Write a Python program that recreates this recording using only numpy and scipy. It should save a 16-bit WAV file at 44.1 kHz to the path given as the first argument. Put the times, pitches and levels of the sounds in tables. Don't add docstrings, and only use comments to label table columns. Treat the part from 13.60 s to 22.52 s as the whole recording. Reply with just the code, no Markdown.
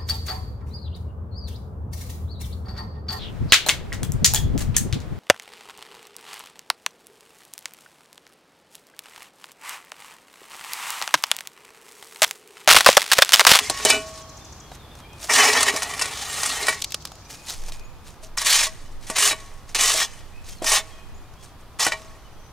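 import sys
import numpy as np
from scipy import signal
from scipy.fft import rfft, irfft, next_fast_len
from scipy.io import wavfile
from scipy.ndimage import uniform_filter1d

SR = 44100
rng = np.random.default_rng(int(sys.argv[2]) if len(sys.argv) > 2 else 0)


def persist_wave(psi):
    counts = np.round(np.clip(psi, -1, 1) * 32767).astype(np.int16)
    wavfile.write(sys.argv[1], SR, np.atleast_2d(counts).T)


N = 393372
TIME_S = np.arange(N) / SR
MOVE_S = 4.0

# f/Hz, density/dB
GRIT_SPECTRUM = [(180, -51), (300, -29), (519, -18), (689, -12), (870, -8), (1060, 11.5), (1580, -6),
                 (1780, 13.5), (2740, -13), (3890, 4.5), (7440, 8.5), (9710, 5.5), (16000, -31)]
HOPS_S, HOP_WIDTH_S, HOP_DB = (1.916, 2.05), 0.010, -8


def shovel():
    coarse, fine = grains(4000, 3.5, 1.0), grains(4000, 0.94, 0.72)
    hops = sum(np.exp(-((TIME_S - s) / HOP_WIDTH_S) ** 2) for s in HOPS_S)
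    slip = amp(1.8 * drift(60) + HOP_DB * hops)
    grit = coloured([coarse, fine], GRIT_SPECTRUM, 310.8, flicker_db=2, rate_hz=25)
    hiss = band(grit, 1450, 7430) / np.std(band(grit, 4870, 6750))
    in_soil = TIME_S > MOVE_S
    pebbles = amp(-10 + 2 * in_soil) * unit_band(grains(700, 3.8, 0), 3500, 11000)
    envelopes = strokes()
    level, sand, grind, scoop, weight = (slip * gate(envelopes, column) for column in range(1, 6))
    rasp = grind * unit_band(fine, 1505, 2100) + scoop * unit_band(fine, 703, 1430)
    crunch, thump, kick = knocks(grit, coarse, fine)
    edge = level * (hiss + pebbles) + sand * unit_band(grit, 5680, 14660) + amp(-4) * rasp + crunch
    edge += amp(-3 - 2.25 * in_soil) * sheen(level * coarse + kick)
    bending, ringing = blade(coarse, weight, scoop, grind, in_soil)
    highpass = signal.butter(4, 570, "high", fs=SR, output="sos")
    return thump + bending + signal.sosfilt(highpass, edge + ringing)


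# t/s, grit/dB, edge grind/dB re grit, scoop resonance/dB re grit
CLEANING_SCRAPE = [(0, -30.5, 3, 4), (.04, -31.5, -6, -8.5), (.13, -37, 3, -10.5), (.245, -31, -7, -6),
                   (.256, -24, 5, -2), (.312, -21, -15, -7.5), (0.348, -29.5, -4, 0), (.43, -43.5, -6, -7),
                   (.62, -47.5, -11, -26)]
SLAB_DRAG = [(1.684, -44, -14, 9), (1.698, -26, 13.5, 12.5), (1.731, -15, -11, -7), (1.801, -17, 7, 2),
             (1.85, -18, 3, 3.5), (1.9, -19.5, 2, 2), (1.929, -18.5, 0, -3), (1.957, -22.5, 7.5, 8),
             (2.037, -22.5, -6, -4), (2.045, -22.5, 1.5, -1), (2.096, -22, 4.5, 4.5), (2.125, -42, -7, -2)]
RAKE_AND_SLIDE = [(2.125, -34, 4, 5), (2.183, -33.5, -0.5, 0.5), (2.364, -35.5, -1, 3),
                  (2.707, -31, -7, -5.5), (2.899, -27, -6, -3.5), (3.019, -31, 1, 1.5),
                  (3.13, -29, -5, -10), (3.17, -43.5, 2, 0), (3.212, -43, -11, -21)]
# touch/s, run-up/s, cut/s, hardest point/share of cut, touch/dB, hardest/dB,
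# sag at bite/dB, sag at lift/dB, then sand, grind, scoop, weight on blade/dB re grit
SOIL_PUSHES = [(4.771, 0.08, .21, 0.34, -28, -13, 4, 10, -1, -7, -23, -25.5),
               (5.467, 0.083, 0.16, 0.75, -40, -14, 5.5, 8, 0, -5.5, -13.5, -18),
               (6.147, 0.036, 0.25, 0.2, -21.5, -16.5, -1, 5.5, -2.5, -6, -10, -16.5),
               (7.022, 0.034, 0.13, 0.76, -34, -14.5, 6.5, 10, -2, -4.5, -7, -24),
               (8.188, 0.0022, 0.086, 0.47, -36, -20.5, -0.5, 1.5, -4.5, -4.5, -8, -16),
               (8.314, 0.0016, 0.014, 0.27, -38, -30.5, -2, 4.5, -14, 3, 4, -24)]
BITE_S, LIFT_S, LIFT_DROP_DB = 0.012, 0.042, 23.5
SPILL_S, SPILL_DB_PER_S = 0.52, 60
BODY_FOLLOWS = 0.8


def strokes():
    scrapes = [(CLEANING_SCRAPE, -4, -0.5), (SLAB_DRAG, -2.5, -6.5), (RAKE_AND_SLIDE, -0.5, -8)]
    out = [[(s, db, sand_db, grind, scoop, scoop + weight_db) for s, db, grind, scoop in rows]
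           for rows, sand_db, weight_db in scrapes]
    for touch, run_up, cut, share, touch_db, top_db, bite_sag, lift_sag, sand_db, *body in SOIL_PUSHES:
        bite = touch + run_up
        lift = bite + cut
        hardest = bite + BITE_S + share * (cut - BITE_S)
        spill_db = top_db - lift_sag - LIFT_DROP_DB
        shape = [(touch, touch_db), (bite, touch_db), (bite + BITE_S, top_db - bite_sag),
                 (hardest, top_db), (lift, top_db - lift_sag), (lift + LIFT_S, spill_db),
                 (lift + LIFT_S + SPILL_S, spill_db - SPILL_S * SPILL_DB_PER_S)]
        out.append([(s, db, sand_db, *(np.array(body) + (1 - BODY_FOLLOWS) * (top_db - db)))
                    for s, db in shape])
    return out


# t/s, crunch/dB, damped clang/dB, free ring/dB,
# favoured f/Hz, thump/dB
BLADE_KNOCKS = [(0.0978, -8.5, -39.5, -27.5, 1110, -19.5), (0.1998, -42, -22, -47, 1480, -45),
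                (0.2498, -6, -16, -54, 644, -15), (0.299, -4, -29, -9, 3000, -19.5),
                (0.3040, -30, -46, -4, 2660, -49.5), (0.3070, -33, -12, -40, 3700, -50),
                (0.325, -37, -34, -19, 1450, -50), (0.3337, -29, -29, -25.5, 610, -34),
                (0.345, -40, -30, -13.5, 2980, -50), (0.5758, -44, -61, -40, 1110, -65),
                (1.694, -42, -38, -21, 1960, -37), (2.0064, -10.5, -34, -47, 1820, -35),
                (2.0289, -7.5, -19, -29, 1020, -37), (2.0958, -34, -29.5, -24, 2360, -43),
                (2.139, -26, -26, -32.5, 724, -24), (2.1616, -15.5, -33, -64, 1080, -47),
                (2.2206, -16, -47, -23, 1820, -34), (2.23, -15, -40, -50, 5250, -35),
                (2.3375, -30, -25.5, -54, 1890, -63), (2.394, -20.5, -21, -38, 2910, -33),
                (2.4134, -17.5, -40, -19, 1750, -41), (2.421, -17, -20, -45, 4630, -37),
                (2.4560, -23, -24, -52, 1900, -37), (2.742, -40, -40, -55, 2300, -46),
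                (2.832, -16, -40, -55, 2300, -43), (2.859, -17, -34, -55, 2300, -50),
                (3.0270, -24, -30, -59, 800, -35), (3.068, -15.5, -28, -30, 1820, -46),
                (3.0836, -11.5, -7.5, -25, 1560, -24), (3.091, -17, -24, -28, 2220, -34),
                (3.1280, -46, -21, -38, 1850, -45), (4.6289, -53, -37, -64, 685, -60),
                (4.775, -19, -26, -29.5, 1950, -45), (4.783, -29, -21.5, -37, 5340, -57),
                (4.8166, -18, -25, -36, 1130, -60), (4.8470, -20, -34, -41, 900, -38),
                (4.867, -15, -41, -34, 1770, -47), (4.957, -23, -17.5, -46, 2050, -48),
                (5.0100, -33, -21, -48, 1320, -40), (5.068, -52.5, -21.5, -49, 1120, -63),
                (5.499, -20, -18, -43, 980, -29), (5.501, -32, -45, -30, 1830, -44),
                (5.583, -10.5, -20, -25, 1850, -39), (5.7106, -41, -20, -28, 1980, -29),
                (5.7160, -28, -19.5, -29, 2650, -33), (5.7300, -46, -22, -37.5, 1108, -48),
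                (6.1535, -31, -21, -31, 3000, -31), (6.209, -21.5, -39, -45, 1400, -38),
                (6.2840, -21, -22, -47, 2000, -37), (6.3420, -43, -23.5, -56, 700, -30),
                (6.398, -24, -38, -45, 1400, -45), (6.4175, -35, -17, -48, 1850, -50),
                (7.0187, -58, -38, -34.5, 610, -22), (7.043, -15.5, -22, -51, 810, -35),
                (7.1178, -13, -13, -38, 1130, -46), (7.1688, -25, -21.5, -36, 1220, -50),
                (7.195, -46, -24, -43, 1108, -54), (8.195, -18.5, -24, -42, 1841, -42),
                (8.2659, -14, -11, -22.5, 1560, -19), (8.321, -32, -14, -52, 2030, -42),
                (8.326, -42, -33, -41.5, 643, -51)]
CLANG_DB_PER_OCT, FREE_DB_PER_OCT = 13, 28


def knocks(grit, coarse, fine):
    s, crunch_db, *_, thump_db = np.transpose(BLADE_KNOCKS)
    crunch = bursts(s, crunch_db, grit, t60_s=0.044)
    tick = bursts(s, crunch_db - 7, rng.choice([-1., 1.], N), t60_s=0.0077)
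    thump = bursts(s, thump_db, unit_band(fine, 237, 850), t60_s=0.09)
    kick = bursts(s, crunch_db - 1, coarse, t60_s=0.005)
    return crunch + tick, thump, kick


def strikes(hz, mode_db):
    s, _, clang_db, free_db, favoured_hz, _ = np.transpose(BLADE_KNOCKS)
    at = (s * SR).astype(int)
    struck_db = mode_db + rng.normal(0, 0.31, len(s))
    octaves = np.abs(np.log2(hz / favoured_hz))
    clang, free = np.zeros((2, N))
    clang[at] = amp(struck_db + clang_db - CLANG_DB_PER_OCT * octaves)
    free[at] = amp(struck_db + free_db - FREE_DB_PER_OCT * octaves)
    return clang, free


MODE_HZ = [265, 422, 452, 642, 830, 926, 1108, 1180, 1479, 1840, 1917, 2077, 2294, 2346, 2561, 2947, 3640,
           4035, 4770, 5340, 5850]
# knock gain/dB, free t60/s, scrape gain/dB, ground-damped t60/s
MODE_RESPONSE = [(-27, .3, -10, 0.031), (2, 0.47, -5, 0.09), (-21, 0.35, -13, 0.08), (1.5, 1.1, -55, 0.19),
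                 (-38, 0.18, -13, 0.03), (-9.5, 0.2, -15, 0.12), (-3, 1.1, -13, 0.09),
                 (-18, 0.2, -15, 0.09), (-1.5, 0.24, -17, 0.018), (-4.5, 0.2, -11, 0.09),
                 (-2, 0.22, -7, 0.073), (-16, 0.12, -9, 0.045), (-7.5, 0.13, -11, 0.11),
                 (-2, 0.2, -17, 0.08), (-8.5, 0.18, -12.5, 0.06), (-6.5, 0.21, -15.5, 0.1),
                 (-4, 0.13, -22, 0.08), (-4.5, 0.12, -15, 0.09), (3, 0.09, -15, 0.06),
                 (8, 0.053, -15, 0.045), (-20, .1, -14, 0.025)]
WANDER_SHARE, SOIL_DAMPING_DB = 0.016, -4.5


def blade(grain, weight, scoop, grind, in_soil):
    bending, ringing = np.zeros((2, N))
    for hz, (knock_db, free_t60, scrape_db, damped_t60) in zip(MODE_HZ, MODE_RESPONSE):
        pressure = weight if hz < 500 else scoop if hz < 1500 else grind
        soil_db = 0 if 500 < hz < 1800 else SOIL_DAMPING_DB * in_soil
        scrape = pressure * grain * noise_gain(damped_t60) * amp(scrape_db + 2.8 * drift(7) + soil_db)
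        clang, free = strikes(hz, knock_db)
        bent_hz = hz * (1 + WANDER_SHARE * (hz > 700) * drift(9))
        tone = ring_moving(scrape + clang, bent_hz, damped_t60) + ring(free, hz, free_t60)
        if hz < 500:
            bending += band(tone, .9 * hz, 1.1 * hz)
        else:
            ringing += tone
    return bending, ringing


def sheen(drive, low_hz=2700, top_hz=9200, modes=26, t60_s=0.062):
    pitches = np.geomspace(low_hz, top_hz, modes) * rng.uniform(.98, 1.02, modes)
    tones = (ring(drive * amp(5 * drift(11) - 2.5 * np.log2(hz / low_hz)), hz, t60_s) for hz in pitches)
    return noise_gain(t60_s) / np.sqrt(modes) * sum(tones)


# f/Hz, density/dB
LITTER_SPECTRUM = [(180, -46), (300, 3), (614, -15), (689, 4.5), (915, -2), (5800, 5), (10600, -0.5),
                   (16000, -23)]
# peak t/s, swell/s, fade/s, level/dB
FOOTSTEPS = [(.49, 0.039, 0.034, -39.5), (.58, .03, 0.078, -48), (.78, .02, 0.065, -49),
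             (1.154, 0.064, 0.02, -43), (1.4, 0.083, .02, -47.5), (1.643, 0.059, 0.097, -30.5),
             (3.705, 0.018, 0.091, -33), (3.745, .05, 0.026, -35), (3.9, 0.051, 0.08, -27),
             (3.94, .04, 0.034, -32), (4.0, .1, .1, -43), (3.8, .08, 0.1, -44.5),
             (4.091, 0.077, 0.017, -36), (4.135, 0.031, 0.08, -40.5), (4.47, 0.031, 0.097, -42),
             (4.636, 0.016, 0.046, -38), (5.429, 0.028, 0.41, -44), (6.098, 0.023, 0.049, -40),
             (6.885, 0.055, 0.13, -38.5), (7.844, 0.053, 0.064, -44), (8.01, 0.025, 0.033, -53)]


def footsteps(floor_db=-35):
    crackle = [grains(1500, 4.5, .6), grains(1500, 4.0, .6)]
    rustle = coloured(crackle, LITTER_SPECTRUM, 309, flicker_db=1.5, rate_hz=30)
    envelopes = [[(s - 2 * swell, db + floor_db), (s, db), (s + 2 * fade, db + floor_db)]
                 for s, swell, fade, db in FOOTSTEPS]
    return gate(envelopes, 1) * rustle


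# t/s, snap/dB, thud/dB re snap
TICKS_AND_SNAPS = [(1.117, -42, 15.5), (1.353, -38.5, -1), (1.4022, -40, 6), (1.5307, -37.5, 1),
                   (3.203, -31, -22), (3.2171, -23, -8), (3.2207, -15, -26), (3.24, -24, -25),
                   (3.2437, -12.5, -22), (3.306, -30, -26), (3.321, -19, -28), (3.343, -18, -21),
                   (3.3442, -19, -5), (3.423, -36, -15), (3.452, -17.5, -15), (3.473, -34, -24),
                   (3.5185, -34, 2), (3.554, -39, -14), (3.702, -39, -12), (3.752, -38, -12),
                   (3.852, -42, -15), (3.897, -22, -19), (3.935, -35, -12), (4.019, -37, -5),
                   (4.037, -33.5, -7), (4.059, -44, -4), (4.084, -34, -1), (4.096, -34, -3),
                   (4.121, -27.5, -11), (4.142, -45, -8), (4.195, -38, -5), (7.738, -45, -2),
                   (8.418, -37, -6), (8.4474, -45, 3)]


def ticks_and_snaps():
    s, db, thud_db = np.transpose(TICKS_AND_SNAPS)
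    snaps = bursts(s, db, noise_band(2670, 7300), t60_s=0.023)
    cracks = bursts(s, db - 0.5, noise_band(4100, 13300), t60_s=0.0083)
    thuds = bursts(s, db + thud_db, noise_band(520, 1240), t60_s=0.022)
    return snaps + cracks + thuds


# t/s, length/s, start f/Hz, target f/Hz, relative level/dB
BIRD_GLIDES = [(0.603, 0.058, 3370, 3140, -52), (0.673, 0.053, 4450, 3830, -49),
               (0.793, 0.089, 3640, 3400, -53), (1.006, 0.07, 3170, 3340, -50),
               (1.064, 0.076, 4640, 3650, -51), (1.19, 0.081, 3680, 3380, -51),
               (1.278, 0.042, 3250, 3370, -49), (1.308, 0.035, 3650, 3530, -45),
               (1.417, 0.2, 2220, 2520, -50), (1.415, 0.039, 3230, 3200, -48),
               (1.477, 0.062, 3380, 3160, -51), (3.52, 0.045, 6030, 6900, -47),
               (3.585, 0.34, 2170, 2530, -53), (3.646, 0.02, 4400, 5900, -42),
               (3.823, 0.035, 6200, 6850, -48), (4.055, 0.033, 6200, 6900, -55),
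               (4.148, 0.027, 6320, 6930, -46), (3.99, 0.3, 2170, 2506, -50),
               (4.233, 0.047, 6160, 6850, -49.5), (6.724, 0.096, 2280, 2580, -50),
               (6.902, 0.04, 3220, 3200, -48), (6.95, 0.075, 4650, 3750, -47),
               (7.28, 0.15, 2430, 2500, -52.5), (7.304, 0.044, 3230, 3240, -43.5),
               (7.54, 0.052, 6000, 7160, -53), (7.766, 0.068, 3140, 3350, -53),
               (8.635, 0.046, 2950, 2970, -52), (8.766, 0.034, 3260, 3300, -51)]


def whistles(gain_db=-3.5):
    out = np.zeros(N)
    warble = 1 + .006 * drift(62)
    flutter_db = 4.5 * drift(70)
    for s, length, from_hz, to_hz, db in BIRD_GLIDES:
        i, n = round(s * SR), round(length * SR)
        glide = np.linspace(0, 1, n)
        if to_hz > from_hz:
            settle = .3 * length / (length + .05)
            glide = 1 - np.exp(-glide / settle)
        hz = (from_hz + (to_hz - from_hz) * glide) * warble[i:i + n]
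        envelope = amp(db + gain_db + flutter_db[i:i + n]) * signal.windows.tukey(n, .35)
        out[i:i + n] += envelope * sine(hz)
    return out


def trill(start_s=0.46, period_s=0.0768, pair_lag_s=0.0053, sweep_s=0.011, db=-37.5, pan_db=1.2):
    out, n = np.zeros((2, N)), int(sweep_s * SR)
    sweep = np.hanning(n) * sine(np.geomspace(9000, 4460, n))
    for s in start_s + period_s * np.arange(8):
        for i in (round(s * SR), round((s + pair_lag_s) * SR)):
            out[:, i:i + n] += amp([[db + pan_db], [db - pan_db]]) * sweep
    return out


# f/Hz, density/dB
TRAFFIC_SPECTRUM = [(21, -30), (35, 0), (123, -4.5), (176, -11.5), (389, -15), (443, -48), (557, -14.5),
                    (1140, -17), (1640, -24), (4560, -29), (6040, -35), (14800, -37), (16000, -43.5)]
# t/s, level/dB
TRAFFIC_LEVEL = [(0, -40.5), (3.0, -42), (4.8, -44), (8.92, -43.5)]
# f/Hz, coherence/0..1
TRAFFIC_COHERENCE = [(60, 1), (180, 0.88), (550, 0.88), (1650, 0.96), (4970, 0.31), (15000, 0.073)]


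def traffic():
    mid, side = (coloured(rng.standard_normal((2, N)), TRAFFIC_SPECTRUM, 40.9) for _ in range(2))
    hz = np.fft.rfftfreq(N, 1 / SR) + 1
    coherence = np.clip(at_hz(TRAFFIC_COHERENCE, hz), 0, .99)
    mid = irfft(rfft(mid) * np.sqrt((1 + coherence) / 2), N)
    side = irfft(rfft(side) * np.sqrt((1 - coherence) / 2), N)
    return gain_curve(TRAFFIC_LEVEL) * np.array([mid + side, mid - side])


# t/s, level/dB
CHIRR_LEVEL = [(0, -41), (1.0, -53), (1.3, -93), (3.3, -43.5), (4.5, -73), (8.1, -86), (8.92, -74)]
BUZZ_LEVEL = [(0, -75), (3.2, -70), (3.6, -74), (4.4, -73), (7.9, -70), (8.05, -72), (8.92, -58.5)]


def insects():
    chirr = gain_curve(CHIRR_LEVEL) * amp(2 * drift(20)) * noise_band(4000, 6600, (2, N))
    buzz = gain_curve(BUZZ_LEVEL) * amp(3.8 * drift(13)) * noise_band(5700, 6300, (2, N))
    return chirr + buzz


# t/s, level/dB
WIND_LEVEL = [(0.0, -61), (3.65, -55), (3.92, -49), (4.0, -23.5), (4.45, -40), (5.39, -31), (5.66, -51),
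              (5.71, -41), (6.36, -34), (6.46, -41), (6.88, -32), (7.33, -39), (7.43, -31.5), (7.82, -45),
              (8.7, -39), (8.92, -47)]


def wind():
    noise = rng.standard_normal((3, N))
    gusts = band(noise[:2] + 0.55 * noise[2], 11.3, 27.0)
    return gain_curve(WIND_LEVEL) * unit_band(gusts, 9.1, 21.7)


def tree_echoes(x, t60_s=1, delay_s=0.012):
    t = np.arange(int(1.2 * SR)) / SR
    tail = band(rng.standard_normal((2, len(t))), 190, 7600) * amp(-60 * t / t60_s) * (t > delay_s)
    tail /= np.sqrt(np.sum(tail ** 2, axis=1, keepdims=True))
    return signal.fftconvolve(x[None], tail, axes=1)[:, :N]


def ports(x, slab_lag_s=5e-6, soil_lag_s=1e-5):
    size, pairs = next_fast_len(N), []
    spectrum = rfft(x, size)
    for lag in (slab_lag_s, soil_lag_s):
        turn = np.exp(1j * np.pi * np.fft.rfftfreq(size, 1 / SR) * lag)
        pairs.append(irfft([spectrum * turn, spectrum / turn], size)[:, :N])
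    scatter = amp(-17) * drift(110) * band(x, 4100, 6100)
    scatter += amp(-10.5) * drift(290) * band(x, 7900, 16000)
    return np.where(TIME_S < MOVE_S, *pairs) + scatter * [[1], [-1]]


def amp(db):
    return 10 ** (np.asarray(db) / 20)


def unit_rms(x):
    return x / np.sqrt(np.mean(x ** 2) + 1e-20)


def sine(hz):
    return np.sin(2 * np.pi * np.cumsum(hz) / SR)


def gain_curve(rows, outside_db=None):
    s, db = np.transpose(rows)
    return amp(np.interp(TIME_S, s, db, outside_db, outside_db))


def gate(envelopes, column):
    out = np.zeros(N)
    for rows in map(np.array, envelopes):
        db = rows[:, 1] + (rows[:, column] if column > 1 else 0)
        out = np.maximum(out, gain_curve(np.c_[rows[:, 0], db], outside_db=-200))
    return uniform_filter1d(out, size=90)


def at_hz(points, hz):
    point_hz, values = np.transpose(points)
    return np.interp(np.log(hz), np.log(point_hz), values)


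def drift(rate_hz):
    r = np.exp(-80 * np.pi * rate_hz / SR)
    slow = signal.lfilter([1], [1, -2 * r, r * r], rng.standard_normal(N // 40 + 2002))[2000:]
    return np.interp(np.arange(N) / 40, np.arange(len(slow)), unit_rms(slow))


def band(x, low_hz, high_hz):
    sos = signal.butter(2, [low_hz, min(high_hz, .45 * SR)], "band", fs=SR, output="sos")
    return signal.sosfilt(sos, x)


def unit_band(x, low_hz, high_hz):
    return unit_rms(band(x, low_hz, high_hz))


def noise_band(low_hz, high_hz, shape=N):
    return unit_band(rng.standard_normal(shape), low_hz, high_hz)


def ring(x, hz, t60_s):
    r, w = amp(-60 / (t60_s * SR)), 2 * np.pi * hz / SR
    return signal.lfilter([0, np.sin(w)], [1, -2 * r * np.cos(w), r * r], x + 1e-18)


def ring_moving(x, hz, t60_s):
    turn = np.exp(2j * np.pi * np.cumsum(hz) / SR)
    return np.imag(turn * signal.lfilter([1], [1, -amp(-60 / (t60_s * SR))], x / turn + 1e-18))


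def noise_gain(t60_s):
    return np.sqrt(4 * np.log(1000) / (t60_s * SR))


def grains(per_s, spread_db, noise_share):
    sizes = amp(spread_db * np.minimum(rng.exponential(1, N), 4.2)) * rng.choice([-1, 1], N)
    clicks = unit_rms(sizes * (rng.random(N) < per_s / SR))
    return unit_rms(clicks + noise_share * rng.standard_normal(N))


def coloured(sources, spectrum, low_hz, flicker_db=0, rate_hz=1):
    edges = low_hz * 2 ** np.arange(0, np.log2(20000 / low_hz), .5)
    out = np.zeros(N)
    for k, (low, high) in enumerate(zip(edges, edges[1:])):
        db = at_hz(spectrum, np.sqrt(low * high)) + flicker_db * drift(rate_hz)
        out += amp(db) * band(sources[k % 2], low, high)
    return unit_rms(out)


def bursts(times_s, levels_db, noise, t60_s, attack_s=0.00067):
    gain, t = np.zeros(N), np.arange(int(.3 * SR)) / SR
    shape = amp(-60 * t / t60_s) * np.minimum(t / attack_s, 1)
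    for s, db in zip(times_s, levels_db):
        i = round(s * SR)
        gain[i:i + len(t)] += amp(db) * shape[:N - i]
    return gain * noise


def scene():
    near = shovel() + footsteps() + ticks_and_snaps()
    birds = whistles() + trill()
    echo_send = amp(-36) * near + amp(-5.5) * birds.mean(axis=0)
    return ports(near) + tree_echoes(echo_send) + birds + traffic() + insects() + wind()


def record(dry):
    lowpass = signal.cheby2(16, 70, 16550, fs=SR, output="sos")
    return signal.sosfilt(lowpass, 1.311 * np.tanh(dry / 1.932))


dry = scene()
out = record(dry)
persist_wave(out)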